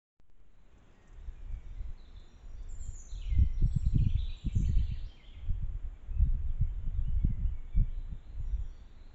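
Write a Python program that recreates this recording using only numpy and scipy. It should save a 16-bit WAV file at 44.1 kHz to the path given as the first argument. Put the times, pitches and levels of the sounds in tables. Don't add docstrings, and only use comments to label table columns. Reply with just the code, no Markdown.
import sys
import numpy as np
from scipy import signal
from scipy.fft import rfft, irfft
from scipy.io import wavfile
from scipy.ndimage import uniform_filter1d

SR = 44100
rng = np.random.default_rng(int(sys.argv[2]) if len(sys.argv) > 2 else 0)


def file_out(sig):
    cols = np.atleast_2d(sig).T
    lim = np.clip(cols, -1, 1)
    pcm = np.round(lim * 32767).astype(np.int16)
    wavfile.write(sys.argv[1], SR, pcm)


N = 403074
TIME = np.arange(N) / SR


def from_db(db):
    return 10 ** (np.asarray(db) / 20)


def unit_power(x):
    return x / np.sqrt(np.mean(x ** 2) + 1e-20)


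def gain_curve(rows):
    return from_db(np.interp(TIME, *np.transpose(rows)))


def noise(colour):
    hz, db = np.transpose(colour)
    bin_hz = np.maximum(np.arange(N // 2 + 1) * SR / N, 1)
    shape = from_db(np.interp(np.log(bin_hz), np.log(hz), db))
    return unit_power(irfft(rfft(rng.standard_normal(N)) * shape, N))


def add(track, start_s, sound):
    start = max(int(start_s * SR), 0)
    track[start:start + len(sound)] += sound[:N - start]


# frequency in Hz, relative level in dB.
HUSH_COLOUR = [(25, 14), (100, 12.5), (200, 9), (350, 5.5), (500, 1), (1000, -3), (2200, -8), (3500, -14),
               (4100, -22.5), (4700, -27.5), (5600, -27.5), (6450, -21), (7300, -17.5), (7900, -30)]

def hush():
    return from_db(-63) * noise(HUSH_COLOUR)


# start in seconds, peak in dB.
OPENING_CLICKS = [(0.1992, -51), (0.2991, -55), (.402, -59.5)]

def opening_clicks(relax_s=0.27):
    out = np.zeros(N)
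    for s, db in OPENING_CLICKS:
        add(out, s, -from_db(db) * np.exp(-TIME / relax_s))
    return out


# frequency in Hz, relative level in dB.
LEAF_COLOUR = [(500, -20), (2000, -6), (3500, 4), (5000, -9), (6500, 2), (8000, -3.5), (9000, -34.5)]
# time in seconds, level in dB.
RUSTLE_LEVEL = [(0, -88), (.8, -86), (1.6, -84), (2.3, -90), (3.2, -109), (4.3, -78.5), (4.9, -81.5),
                (5.5, -104), (9.14, -106)]

def leaf_rustle(snaps_per_s=300, decay_s=.008):
    snaps = (rng.random(N) < snaps_per_s / SR) * from_db(2 * rng.standard_normal(N))
    envelope = signal.lfilter([1], [1, -np.exp(-1 / (decay_s * SR))], snaps + 1e-18)
    return gain_curve(RUSTLE_LEVEL) * unit_power(envelope * noise(LEAF_COLOUR))


# start in seconds, relative level in dB.
LEAF_TICKS = [(.778, -73.5), (1.073, -67.5), (1.127, -70.5), (1.513, -78), (2.193, -75), (2.625, -71),
              (4.238, -84), (4.425, -86), (4.609, -60), (4.757, -76)]

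def leaf_ticks(decay_s=0.0073, low_hz=5800):
    out, t = np.zeros(N), TIME[:SR // 20]
    envelope = np.sqrt(t / decay_s) * np.exp(-t / decay_s)
    for s, db in LEAF_TICKS:
        add(out, s, from_db(db) * rng.standard_normal(len(t)) * envelope)
    return from_db(12.5) * signal.sosfilt(signal.butter(8, low_hz, "high", fs=SR, output="sos"), out)


def turbulence(strength, colour, span_s, split_hz, brightening, calm_db):
    flow, span = noise(colour), int(span_s * SR)
    local_power = uniform_filter1d(uniform_filter1d(flow ** 2, span), span)
    flow = flow / np.sqrt(local_power + 1e-6)
    large = signal.sosfiltfilt(signal.butter(2, split_hz, fs=SR, output="sos"), flow)
    small = (flow - large) * (strength / from_db(calm_db)) ** brightening
    return strength * (large + small)


# centre in seconds, flutter strength in dB, half the flutter's length
# in seconds, push level in dB, half the push's width in seconds.
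BUFFETS = [(1.29, -64, .01, -40, 0.0053), (1.54, -58, .012, -35.5, 0.0038), (2.176, -63, .008, -42, 0.0043),
           (2.891, -55, .026, -33, 0.0034), (3.388, -27, 0.0066, -23.5, 0.0016),
           (3.431, -29.5, 0.011, -27.5, 0.0025), (3.626, -29, 0.0077, -31, 0.0016),
           (3.655, -28, 0.0096, -20, 0.0021), (3.767, -28.5, 0.0074, -19.5, 0.0021),
           (3.866, -35, 0.0042, -23, 0.0023), (3.961, -23, .013, -19.5, 0.0015),
           (4.02, -27, 0.015, -29, 0.0019), (4.07, -29, 0.013, -23.5, .0015),
           (4.156, -32.5, 0.0044, -19, 0.0032), (4.465, -30, 0.013, -25.5, .0016),
           (4.563, -24, 0.0066, -27, .0017), (4.607, -31.5, 0.029, -29, 0.0013),
           (4.701, -26.5, 0.011, -22, .0019), (4.79, -32.5, 0.017, -37, .002),
           (4.92, -43, 0.016, -29, .0022), (5.498, -39, 0.0064, -29, 0.0026),
           (5.631, -46, 0.015, -26.5, .0027), (6.218, -36.5, 0.016, -30.5, 0.0026),
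           (6.269, -39, .015, -24.5, 0.0023), (6.348, -45, .011, -31.5, 0.0023),
           (6.495, -51, 0.013, -44, 0.0023), (6.617, -49.5, .007, -18, .0028),
           (6.88, -44.5, .016, -37, 0.0026), (7.086, -40.5, 0.011, -27.5, 0.0024),
           (7.251, -30, 0.004, -18, .0019), (7.306, -31, 0.0095, -25, 0.0024),
           (7.412, -43.5, 0.053, -27.5, 0.0035), (7.773, -41, 0.013, -30, 0.0025),
           (7.816, -35, 0.018, -22, 0.003), (8.127, -42.5, .019, -31, 0.0022),
           (8.407, -44.5, 0.0089, -30.5, 0.0028), (8.56, -55, 0.072, -39, 0.0047)]

def buffets():
    out = np.zeros(N)
    for s, _, _, db, half_s in BUFFETS:
        offset = np.arange(-5 * half_s, 5 * half_s, 1 / SR) / half_s
        push = (1 - offset ** 2) * np.exp(-offset ** 2 / 2)
        add(out, s - len(push) / 2 / SR, from_db(db) * push)
    return out


# time in seconds, strength in dB.
WIND_STRENGTH = [(.2, -49), (.8, -56.5), (1.05, -62), (1.16, -44.5), (1.27, -46), (1.29, -37.5),
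                 (1.36, -48.5), (1.52, -35.5), (1.63, -50), (1.68, -41), (1.77, -43.5), (1.81, -35),
                 (1.86, -40.5), (1.91, -32), (1.95, -50.5), (2.0, -49.5), (2.38, -53), (2.47, -44),
                 (2.84, -38), (3.08, -47.5), (3.15, -35), (3.22, -42), (3.34, -28.5), (3.43, -24),
                 (3.54, -37), (3.65, -24.5), (3.7, -34.5), (3.99, -27.5), (4.31, -34), (4.42, -60.5),
                 (4.47, -31.5), (4.51, -45), (4.56, -28.5), (4.7, -33.5), (4.76, -24), (4.87, -35),
                 (5.06, -36.5), (5.12, -54), (5.23, -52), (5.44, -39.5), (5.51, -26), (5.53, -33),
                 (5.76, -35.5), (5.81, -52), (5.85, -32.5), (5.97, -49), (6.24, -26.5), (6.42, -35),
                 (6.51, -29), (6.58, -37), (6.62, -23.5), (6.69, -36.5), (7.08, -31), (7.3, -27.5),
                 (7.37, -37), (7.44, -28), (7.71, -44.5), (7.78, -23.5), (7.87, -35), (8.14, -39),
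                 (8.25, -50.5), (8.37, -38), (8.55, -31), (8.78, -49.5), (9.14, -49)]
# frequency in Hz, relative level in dB.
RUMBLE_COLOUR = [(12, -5), (22, 9.5), (36, 2), (55, 0.5), (90, -9.5), (120, -21), (170, -38), (300, -90)]
FLUTTER_COLOUR = [(60, -8), (105, 12.5), (150, 4), (200, -3), (260, -14.5), (340, -24), (450, -34),
                  (700, -59), (1200, -75.5)]

def wind(lump_db=1.4, lump_s=.04):
    lump_times = np.arange(0, TIME[-1], lump_s)
    lumps = lump_db * rng.standard_normal(1024)[:len(lump_times)]
    strength = gain_curve(WIND_STRENGTH) * from_db(np.interp(TIME, lump_times, lumps))
    flares = np.zeros(N)
    for s, db, half_s, *_ in BUFFETS:
        offset = np.arange(-4 * half_s, 4 * half_s, 1 / SR) / half_s
        add(flares, s - len(offset) / 2 / SR, from_db(db) * np.exp(-offset ** 2 / 2))
    rumble = turbulence(strength, RUMBLE_COLOUR,
                        span_s=0.066, split_hz=50, brightening=0.33, calm_db=-36.5)
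    flutter = turbulence(from_db(-20.5) * strength + flares, FLUTTER_COLOUR,
                         span_s=0.016, split_hz=257, brightening=0.65, calm_db=-37.5)
    return from_db(0.6) * rumble + from_db(-4.0) * flutter


def foliage(note, smear_db, smear_s=0.0017):
    t = TIME[:SR // 30]
    smear = rng.standard_normal(len(t)) * np.exp(-t / smear_s)
    path = from_db(smear_db) * smear / np.linalg.norm(smear)
    path[0] += 1
    heard = signal.fftconvolve(note, path)
    return heard * np.linalg.norm(note) * np.linalg.norm(path) / np.linalg.norm(heard)


def wood(x, direct_db, early_db, tail_db, early_s, tail_s=1.08, build_s=0.022):
    t = TIME[:SR * 3 // 2]
    early, tail = rng.standard_normal((2, len(t))) * (1 - np.exp(-t / build_s))
    early *= from_db(-60 * t / early_s)
    tail *= from_db(-60 * t / tail_s)
    echoes = from_db(early_db) * early / np.linalg.norm(early)
    echoes += from_db(tail_db) * tail / np.linalg.norm(tail)
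    return from_db(direct_db) * x + signal.fftconvolve(x, echoes)[:N]


def song(notes, waver, smear_db=-10, rasp=0, waver_step_s=0.004005, rasp_step_s=.0011):
    out = np.zeros(N)
    for s, length, start_hz, middle_hz, end_hz, db in notes:
        along = np.linspace(0, 1, int(length * SR))
        bend = np.polyval(np.polyfit([0, .5, 1], np.log([start_hz, middle_hz, end_hz]), 2), along)
        wobbles, flutters = rng.standard_normal((2, 256))
        grain = 1 + rasp * np.interp(along * length / rasp_step_s, np.arange(256), flutters)
        tremble = np.interp(along * length / waver_step_s, np.arange(256), wobbles)
        phase = 2 * np.pi * np.cumsum(np.exp(bend + waver * tremble)) / SR
        soft_ends = signal.windows.tukey(len(along), .3)
        note = from_db(db) * unit_power(grain * np.sin(phase)) * soft_ends
        add(out, s, foliage(note, smear_db))
    return out


def glides(rows, early_share):
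    return [(s, length, start, start * (end / start) ** early_share, end, db)
            for s, length, start, end, db in rows]


def trill(syllable, start_s, period_s, count, octaves=0, level_db=0, step_octaves=0, step_db=0):
    return [(start_s + k * period_s + delay, length,
             *np.multiply(pitches, 2 ** (octaves + k * step_octaves)), db + level_db + k * step_db)
            for k in range(count) for delay, length, *pitches, db in syllable]


def chorus(count, from_s, to_s, low_hz, high_hz, db, sweep_share=.19):
    when, pitch, slope, softness = rng.random((count, 4)).T
    starts, lengths = from_s + when * (to_s - from_s), np.full(count, .05)
    hz = low_hz * (high_hz / low_hz) ** pitch
    sweep = 1 + sweep_share * (slope - .5)
    return song(zip(starts, lengths, hz / sweep, hz, hz * sweep, db - 8 * softness), waver=0.014)


# start and length in seconds, pitch in Hz, relative level in dB.
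TWITTERS = [(0.449, 0.17, 3950, -84), (.87, .1, 4800, -90), (1.15, 0.13, 3720, -82),
            (1.587, 0.11, 5740, -88), (1.618, 0.13, 3650, -80), (1.753, 0.083, 3930, -80.5),
            (1.978, 0.13, 3850, -76), (2.178, 0.11, 4010, -82), (2.547, 0.054, 4500, -80.5),
            (2.552, 0.045, 3600, -78.5), (2.769, 0.08, 4140, -77), (3.168, 0.073, 4690, -85),
            (3.575, 0.077, 4240, -78), (7.649, 0.096, 3550, -77), (7.85, 0.06, 3040, -78),
            (7.896, 0.11, 3886, -79), (8.187, .12, 4050, -80), (8.08, 0.079, 3684, -79),
            (8.434, .12, 3660, -79), (8.52, 0.19, 3310, -81), (8.682, 0.1, 4450, -79.5),
            (8.717, .1, 3595, -78.5), (8.838, 0.094, 3770, -78), (8.941, .13, 4080, -75.5)]

def far_twitters(chirp_s=0.033, step_s=.018, spread_octaves=.06):
    crowd = chorus(130, from_s=0, to_s=9.1, low_hz=2220, high_hz=3880, db=-84.5)
    crowd += chorus(50, from_s=1.2, to_s=4.2, low_hz=4370, high_hz=6140, db=-85)
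    notes = []
    for s, length, hz, db in TWITTERS:
        chance = rng.uniform(-0.91, 1, (32, 2))
        for delay, (offset, slope) in zip(np.arange(0, length, step_s), chance):
            swell_db = 20 * np.log10(np.sin(np.pi * (delay + step_s) / (length + 2 * step_s)))
            pitches = hz * 2 ** (spread_octaves * (offset + slope * np.array([-1, 0, 1])))
            notes.append((s + delay, chirp_s, *pitches, db + swell_db))
    voice = song(notes, waver=.03, smear_db=-1.5, rasp=0.38)
    return wood(voice + crowd, direct_db=-6.5, early_db=-9.5, tail_db=-5.5, early_s=0.43)


# start and length in seconds, middle pitch in Hz, relative level in dB.
FAR_WHISTLES = [(.93, 0.19, 1873, -75), (1.27, 0.051, 1706, -76), (1.34, 0.12, 2390, -75.5),
                (1.48, 0.13, 2273, -76), (1.755, 0.055, 2040, -74), (6.6, 0.055, 2150, -75.5),
                (7.16, 0.1, 2205, -75), (7.3, 0.059, 2058, -72), (7.52, 0.071, 2230, -74)]
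# delay and length in seconds, start, middle and end pitch in Hz,
# relative level in dB.
SEESAW = [(0, 0.071, 7210, 6970, 6980, -80), (.055, .09, 5730, 5724, 5910, -78.5)]

def far_birds(sag_octaves=.08):
    sag = 2 ** (sag_octaves / 2)
    notes = [(s, length, hz * sag, hz, hz / sag, db) for s, length, hz, db in FAR_WHISTLES]
    notes += trill(SEESAW, start_s=2.22, period_s=.2, count=2, level_db=-0.5)
    notes += trill(SEESAW, start_s=3.98, period_s=.2, count=1, level_db=1.5, octaves=0.021)
    notes += trill(SEESAW, start_s=8.39, period_s=.19, count=2)
    return wood(song(notes, waver=.01), direct_db=-5, early_db=-6, tail_db=-5.5, early_s=0.27)


# start and length in seconds, start and end pitch in Hz, relative level in dB.
FLUTED_NOTES = [ (2.81, 0.093, 3200, 3170, -75.5), (3.295, 0.08, 2230, 2060, -59.5),
                (3.36, 0.078, 2100, 2054, -64), (3.37, 0.12, 3104, 3080, -70),
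                (3.43, 0.13, 2070, 2040, -72.5), (5.945, 0.025, 2200, 2370, -75),
                (6.1, 0.1, 2480, 2600, -73.5), (6.68, 0.042, 2960, 3110, -76),
                (6.77, 0.15, 3110, 2980, -81.5), (7.035, 0.076, 2670, 2980, -70.5),
                (7.2, 0.037, 3280, 3380, -75.5), (7.25, .044, 2670, 2980, -77),
                (7.45, 0.052, 2650, 3000, -72.5), (7.722, 0.088, 2350, 2280, -65.5)]
FALLING_CALLS = [(6.235, .045, 3920, 3600, -80.5), (6.47, 0.058, 3810, 3070, -76.5),
                 (6.735, .04, 3780, 3330, -79.5), (6.94, 0.09, 3910, 3090, -77)]

def fluting_bird():
    notes = glides(FLUTED_NOTES, early_share=.8) + glides(FALLING_CALLS, early_share=.55)
    return wood(song(notes, waver=0.0065), direct_db=-4, early_db=-10, tail_db=-10.5, early_s=0.24)


# delay and length in seconds, start, middle and end pitch in Hz,
# relative level in dB.
THIN_SLUR = [(0, .02, 5520, 5770, 5950, -73), (.045, 0.033, 6300, 5690, 5500, -71)]
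CHIP_AND_FLICK = [(0, .026, 5350, 5620, 5800, -71.5), (.063, 0.02, 5600, 4530, 3550, -74)]

def chipping_bird():
    notes = trill(THIN_SLUR, start_s=2.62, period_s=0.23, count=3, level_db=-7.5, step_db=2.5)
    notes += trill(CHIP_AND_FLICK, start_s=3.251, period_s=.1365, count=5, step_db=1.3)
    voice = song(notes, waver=0.012, smear_db=-3)
    return wood(voice, direct_db=-6, early_db=-10.5, tail_db=-7.5, early_s=0.15)


# start and length in seconds, start and end pitch in Hz, relative level in dB.
HIGH_WHISTLES = [ (2.685, .034, 7710, 6920, -57), (2.797, 0.03, 7530, 7190, -54),
                 (2.822, 0.043, 7420, 6680, -53.5), (2.925, 0.033, 7230, 7130, -54),
                 (2.952, 0.023, 6980, 6430, -50.5), (2.975, 0.032, 6680, 6120, -55),
                 (3.645, 0.033, 7790, 7700, -67.5), (3.71, 0.057, 7780, 7580, -62.5),
                 (3.765, 0.15, 7400, 6690, -74), (4.365, 0.03, 7390, 7250, -63.5),
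                 (4.522, 0.044, 7560, 6440, -61.5), (4.552, 0.041, 6400, 6030, -60.5),
                 (4.56, 0.031, 7390, 6860, -58.5)]

def high_whistler():
    voice = song(glides(HIGH_WHISTLES, early_share=.45), waver=0.011, smear_db=-2.5, rasp=.35)
    return wood(voice, direct_db=-8.5, early_db=-6, tail_db=-9.5, early_s=.38)


# start and length in seconds, start and end pitch in Hz, relative level in dB.
WARBLE = [ (1.972, 0.035, 4280, 3950, -66.5), (2.046, 0.014, 3880, 3430, -63),
          (2.164, .018, 3550, 4150, -61), (2.19, 0.043, 4100, 3900, -70.5), (3.086, 0.015, 3680, 4300, -63),
          (3.104, 0.031, 4150, 3850, -60), (3.19, 0.022, 2560, 2680, -62.5),
          (3.245, 0.038, 2700, 2287, -64), (4.0, .06, 4400, 4120, -70.5), (4.08, 0.027, 2810, 3550, -56.5),
          (4.172, .034, 3380, 3846, -51), (4.205, 0.021, 4330, 3030, -54.5),
          (4.238, .03, 3350, 4064, -56.5), (4.282, 0.025, 4130, 3880, -55), (4.29, 0.027, 4140, 4550, -67),
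          (4.64, .04, 3750, 4550, -63), (4.7, 0.055, 4250, 3500, -64.5), (4.78, 0.033, 4300, 3700, -67),
          (4.825, .036, 4650, 3900, -68), (4.865, 0.076, 2800, 2720, -67), (4.91, 0.044, 3910, 4750, -69),
          (4.98, 0.037, 4600, 3360, -71.5), (5.045, .018, 4300, 5000, -66.5),
          (5.058, .016, 4900, 5800, -68.5), (5.075, 0.067, 3140, 3100, -62.5),
          (5.228, 0.034, 2750, 3500, -60), (5.26, 0.03, 3750, 2900, -61.5), (5.292, 0.018, 2900, 3810, -63),
          (5.315, 0.043, 3400, 2290, -65.5)]
# delay and length in seconds, start, middle and end pitch in Hz,
# relative level in dB.
UPSWEEP = [(0, 0.021, 3300, 3800, 4650, -66.5)]

def warbler():
    soft = chorus(30, from_s=4.2, to_s=5.0, low_hz=2905, high_hz=4280, db=-65.5, sweep_share=.22)
    soft += chorus(12, from_s=4.64, to_s=5.0, low_hz=3950, high_hz=4500, db=-69.5, sweep_share=.13)
    soft += chorus(10, from_s=3.16, to_s=3.28, low_hz=2690, high_hz=3750, db=-69.5, sweep_share=.25)
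    notes = trill(UPSWEEP, start_s=3.572, period_s=.136, count=3, level_db=0.5, step_db=2)
    notes += glides(WARBLE, early_share=.52)
    voice = song(notes, waver=.028, smear_db=-2, rasp=.4)
    return wood(voice + soft, direct_db=-8, early_db=-7.5, tail_db=-6.5, early_s=.22)


# start and length in seconds, start and end pitch in Hz, relative level in dB.
TUMBLE = [(3.117, 0.0087, 3780, 3450, -60), (3.148, 0.012, 3600, 3300, -59),
          (3.176, 0.011, 3770, 3460, -57.5), (3.214, 0.013, 3260, 2780, -55),
          (3.23, .012, 2690, 2200, -61.5), (3.244, 0.016, 2570, 3190, -58),
          (3.283, .011, 3260, 2780, -57.5)]
# delay and length in seconds, start, middle
# and end pitch in Hz, relative level in dB.
HOOK = [(0, .022, 3880, 2893, 2365, -58.5), (.018, 0.011, 2490, 2416, 2520, -61.5),
        (.035, .009, 2500, 2950, 3700, -67.5)]
DIP = [(0, .04, 3427, 2720, 2190, -61.5), (.038, .056, 2367, 2777, 3800, -61.5)]
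ARCH = [(0, 0.029, 2290, 2388, 3070, -61), (.023, .015, 2950, 3090, 3000, -59),
        (.036, .038, 2550, 2020, 1715, -66)]
LOW_SLUR = [(0, 0.062, 2450, 2250, 2020, -62)]

def near_warbler():
    notes = glides(TUMBLE, early_share=0.48)
    notes += trill(HOOK, start_s=3.815, period_s=.108, count=2, step_db=1, level_db=-8, octaves=-.021)
    notes += trill(HOOK, start_s=3.976, period_s=.057, count=4, step_octaves=-.025, step_db=-1.2)
    notes += trill(DIP, start_s=4.266, period_s=.194, count=2)
    notes += trill(ARCH, start_s=4.625, period_s=.1355, count=3)
    notes += trill(LOW_SLUR, start_s=5.163, period_s=.15, count=2, step_octaves=-.039, step_db=-4.5)
    voice = song(notes, waver=.018, smear_db=-1, rasp=0.43)
    return wood(voice, direct_db=-7, early_db=-9.5, tail_db=-9.5, early_s=.09)


# time in seconds, gain in dB.
FADE_IN = [(0, -93), (.19, -45), (.2, -20.5), (.4, -8.5), (.6, -5.5), (.8, 0), (1.1, 0.5), (9.14, 0.5)]

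def scene():
    outdoors = hush() + high_whistler() + warbler() + near_warbler()
    outdoors += chipping_bird() + fluting_bird() + far_birds() + far_twitters()
    outdoors += leaf_ticks() + leaf_rustle() + wind() + buffets()
    return (gain_curve(FADE_IN) * outdoors + opening_clicks())[None]


def record(dry, cutoff_hz=7780, hiss_db=-100):
    cut = signal.sosfilt(signal.ellip(14, .1, 80, cutoff_hz, fs=SR, output="sos"), dry)
    hiss_on = TIME > OPENING_CLICKS[0][0]
    return cut + hiss_on * from_db(hiss_db) * rng.standard_normal(dry.shape)


dry = scene()
out = record(dry)
file_out(out)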